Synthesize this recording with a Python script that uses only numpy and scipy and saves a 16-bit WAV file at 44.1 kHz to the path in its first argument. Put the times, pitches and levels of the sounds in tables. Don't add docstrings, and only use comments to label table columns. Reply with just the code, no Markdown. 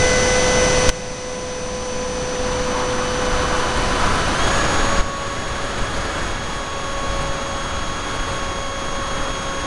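import sys
import numpy as np
from scipy import signal
from scipy.fft import rfft, irfft, next_fast_len
from scipy.io import wavfile
from scipy.ndimage import uniform_filter1d, map_coordinates

SR = 44100
rng = np.random.default_rng(int(sys.argv[2]) if len(sys.argv) > 2 else 0)


def wav_out(sig):
    wavfile.write(sys.argv[1], SR, np.round(np.clip(np.atleast_2d(sig).T, -1, 1) * 32767).astype(np.int16))


N = 426006

# t/s, level/dB re level flight
AIRFLOW = [(0, -16), (1.2, -17.5), (2.15, -11.5), (2.6, -7), (3.5, -3), (4.6, 0.73), (5.03, -2), (5.35, 0),
           (6.05, 2.6), (6.7, -1.5), (7.1, 0.85), (7.5, -0.34), (8.2, 0.27), (8.7, -1.7), (9.25, 0.3),
           (9.65, 0)]


def rotation():
    # t/s, f/Hz
    blade_rate = [(0, 503), (.8, 502.8), (2.9, 501.3), (3.6, 501.3), (4.345, 501.7), (4.42, 546),
                  (4.47, 555.4), (4.56, 557.9), (5.05, 556.8), (6.1, 555.4), (6.9, 552.7), (8, 550.7),
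                  (9.2, 548), (9.65, 547.3)]
    blade_hz = curve(blade_rate)
    tremble = 1 + .0003 * wobble(25) + .00059 * wobble(150)
    return 2 * np.pi * np.cumsum(blade_hz * tremble) / SR, blade_hz


def propeller(phase):
    # t/s, level/dB
    first = [(0, -21), (.8, -21), (2.45, -17.5), (3.35, -18.5), (3.95, -25.5), (4.35, -32), (4.5, -24.5),
             (5.25, -20.5), (6.55, -25), (6.95, -17.5), (7.3, -16.3), (8.03, -28), (8.35, -20),
             (9.65, -19.5)]
    second = [(0, -38.5), (.65, -38.5), (1.4, -30), (2, -28.5), (3.1, -34), (3.85, -22.5), (4.55, -25.5),
              (5.15, -16.8), (5.75, -25.5), (6.03, -40), (6.6, -19.5), (7, -15.5), (8, -22.5), (8.4, -17.5),
              (9.25, -19.5), (9.65, -17.5)]
    third = [(0, -29), (.8, -33), (1.75, -45), (3.45, -28), (4.15, -29.5), (4.6, -22), (5.1, -33),
             (5.45, -26), (6.3, -25.5), (7, -30), (9, -31), (9.65, -27)]
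    fourth = [(0, -26), (.9, -31), (2.1, -43), (4.1, -45), (4.6, -37), (5.7, -38), (6.3, -28), (6.65, -38),
              (7.2, -32), (7.9, -39), (8.4, -31), (9.65, -34)]
    return sum(amp(curve(level)) * tone(k * phase, flutter_db=.64, rough=.017)
               for k, level in enumerate([first, second, third, fourth], 1))


def motor(phase):
    # t/s, level/dB
    low_whine = [(0, -41), (.6, -37), (1.2, -43.5), (2.5, -37.5), (3.6, -31), (4.36, -32), (4.41, -22),
                 (4.46, -23), (4.55, -36), (5.1, -35), (5.4, -28.5), (7.1, -25), (9.65, -22.8)]
    high_whine = [(0, -27.5), (3.4, -29), (4.2, -34), (4.55, -25), (6.1, -28.5), (7.1, -26), (9.65, -24)]
    return sum(amp(curve(level)) * tone(k * phase, flutter_db=.35, rough=.14)
               for k, level in [(6, low_whine), (12, high_whine)])


def overtones(phase, blade_hz):
    stages_hz = [502, 548, 556.3, 557.2]
    # harmonic, level/dB at each of the four stages, slope/(dB per dB of flow)
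    partials = [(5, -43.5, -37, -39, -40, -.3), (7, -43.5, -39, -47, -43, .2), (8, -44, -39, -39, -39, .55),
                (9, -35.5, -46, -43, -52, 0.2), (10, -52, -42, -46, -40, 0),
                (11, -43.5, -39, -48, -46, -0.3), (17, -53, -46, -54, -54, 1),
                (18, -40.5, -38, -51, -51, -0.05)]
    out = np.zeros(N)
    for k, *stage_db, slope in partials:
        level_db = flow_db(np.interp(blade_hz, stages_hz, stage_db), slope)
        out += amp(level_db) * tone(k * phase, flutter_db=.6, rough=.29)
    return out


def slipstream(gust, eddies):
    # f/Hz, level/dB
    spectrum = [(40, -13), (170, -1.5), (400, -2.5), (800, -3.3), (1700, -5.5), (2150, -10.5), (4000, -14),
                (5200, -18.5), (6700, -20), (7600, -24.5), (10000, -30), (11000, -36.5), (12000, -49),
                (12600, -100)]
    level_db = flow_db(-13, slope=.93) + .18 * gust + .47 * eddies
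    return amp(level_db) * turbulence(spectrum, patchy_db=.46)


def wind_rumble(gust):
    # f/Hz, level/dB
    spectrum = [(4, -2), (12, 2), (25, -2.5), (45, -6), (80, -9), (140, -15), (300, -28.5), (900, -60)]
    _, swell_db = gust_swells()
    level_db = flow_db(-14.2, slope=.53) + swell_db + .62 * gust + .66 * wobble(22)
    return amp(level_db) * turbulence(spectrum, patchy_db=-.5)


def edge_howl(gust):
    swell_db, _ = gust_swells()
    level_db = flow_db(-22, slope=.9) + swell_db + .5 * gust
    return amp(level_db) * shedding(base_hz=1250, octaves_per_db=.045, width_hz=280)


def buffets():
    # t/s, length/s, level/dB
    thumps = [(.893, .018, -6), (4.83, .025, -7), (4.899, .019, -6), (4.999, .021, 0), (5.821, .017, 0),
              (6.335, .018, -2), (7.098, .017, 4), (7.304, .019, -1), (8.215, .02, -2)]
    # t/s, level/dB
    overload_ticks = [(.8917, 3), (.8937, 2)]
    t, out = np.arange(N) / SR, np.zeros(N)
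    for at_s, length_s, db in thumps:
        out -= amp(db) * np.cos(np.pi * np.clip((t - at_s) / length_s, -.5, .5))
    spike = np.array([.3, .9, 1, .9, .3])
    for at_s, db in overload_ticks:
        start = round(at_s * SR) - 2
        out[start:start + len(spike)] += amp(db) * spike
    return out


def propeller_wash(phase):
    # f/Hz, level/dB
    spectrum = [(40, -7), (120, -3.5), (330, -3.5), (650, -2), (1200, -8.5), (2300, -12.5), (3600, -13.5),
                (5000, -14.8), (6000, -12.5), (7300, -18.5), (9600, -25), (11000, -34.5), (12000, -51),
                (12600, -100)]
    chop = 1 + .17 * np.cos(phase)
    return amp(flow_db(-25.5, slope=-.27)) * unit(chop * turbulence(spectrum, patchy_db=.2))


def airframe_drone():
    # t/s, level/dB
    level = [(0, -33), (1.4, -27), (3.2, -27.5), (4.2, -37), (6.1, -42), (6.8, -32), (8, -30.5),
             (9.65, -33)]
    return amp(curve(level)) * shedding(base_hz=285, octaves_per_db=.04, width_hz=52)


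def wind_hiss(gust, eddies):
    # f/Hz, level/dB
    spectrum = [(1500, -25), (4000, -1.5), (7000, -1), (10000, 3), (11000, -10), (12000, -22), (12600, -80)]
    level_db = flow_db(-34.5, slope=1.6) + .62 * gust + 2 * eddies
    return amp(level_db) * turbulence(spectrum, patchy_db=1)


def gust_swells():
    # t/s, half-width/s, howl level/dB, rumble level/dB
    gusts = [(2.5, 0.098, 4, 1), (2.783, .1, 10.5, -2.5), (3.013, .07, 9, -1), (3.5, 0.21, 6.5, 0),
             (4.067, 0.14, 5.5, 1.5), (4.6, 0.1, 3, 2), (5, .08, 1, 2.5), (5.45, 0.18, -3, 2.5),
             (5.95, 0.17, 1.5, 3), (6.35, .12, 0, 3), (7.122, .2, -2, 5), (7.72, 0.17, 4.5, 2.5),
             (8.17, 0.19, 5, 3), (8.45, 0.18, -3.5, 3), (9.2, 0.34, 4, 2)]
    t = np.arange(N) / SR
    return sum(np.outer(db, np.exp(-((t - at_s) / width_s) ** 2)) for at_s, width_s, *db in gusts)


def tone(phase, flutter_db, rough):
    skirt = rough * (wobble(420) + 1j * wobble(420))
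    carrier = np.exp(1j * (phase + rng.uniform(0, 2 * np.pi)))
    return unit(amp(flutter_db * wobble(16)) * np.real((1 + skirt) * carrier))


def shedding(base_hz, octaves_per_db, width_hz, reach_hz=9000):
    skirt = lambda hz: (hz < reach_hz) / (1 + (hz / width_hz) ** 2)
    a, b = (filtered(rng.standard_normal(N), skirt) for _ in range(2))
    centre_hz = base_hz * 2 ** (octaves_per_db * curve(AIRFLOW))
    phase = 2 * np.pi * np.cumsum(centre_hz) / SR
    return unit(a * np.cos(phase) + b * np.sin(phase))


def turbulence(spectrum, patchy_db):
    bins = signal.stft(rng.standard_normal(N), nperseg=512)[2]
    patches = uniform_filter1d(rng.standard_normal(bins.shape), size=7, axis=0)
    patches = uniform_filter1d(patches, size=12, axis=1)
    noise = signal.istft(bins * amp(patchy_db * unit(patches)), nperseg=512)[1][:N]
    knots_hz, db = np.transpose(spectrum)
    response = lambda hz: amp(np.interp(np.log(hz + 1), np.log(knots_hz), db, right=-120))
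    return unit(filtered(noise, response))


def flow_db(base_db, slope):
    return base_db + slope * curve(AIRFLOW)


def amp(db):
    return 10 ** (np.asarray(db) / 20)


def unit(x):
    return x / np.sqrt(np.mean(x ** 2) + 1e-20)


def curve(rows):
    return np.interp(np.arange(N) / SR, *np.transpose(rows))


def wobble(rate_hz):
    knots = rng.standard_normal(int(N * rate_hz / SR) + 4)
    return map_coordinates(knots, [np.arange(N) * rate_hz / SR])


def filtered(x, response):
    size = next_fast_len(N + SR // 2)
    return irfft(rfft(x, size) * response(np.fft.rfftfreq(size, 1 / SR)), size)[:N]


def scene():
    # t/s, level/dB
    overall = [(0, 0), (.902, 0), (.903, -12.3), (1.15, -12.3), (2.5, -8), (5.011, -8), (5.014, -15)]
    phase, blade_hz = rotation()
    drive = propeller(phase) + motor(phase) + overtones(phase, blade_hz)
    gust, eddies = wobble(9), wobble(70)
    wind = propeller_wash(phase) + slipstream(gust, eddies) + edge_howl(gust)
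    wind += wind_hiss(gust, eddies) + wind_rumble(gust) + airframe_drone() + buffets()
    return (amp(curve(overall)) * (drive + wind))[None]


def record(dry):
    cutoff_hz = 16000
    limited = np.clip(dry[0], -.75, .85)
    return filtered(limited, lambda hz: 1 / np.sqrt(1 + (hz / cutoff_hz) ** 60))[None]


dry = scene()
out = record(dry)
wav_out(out)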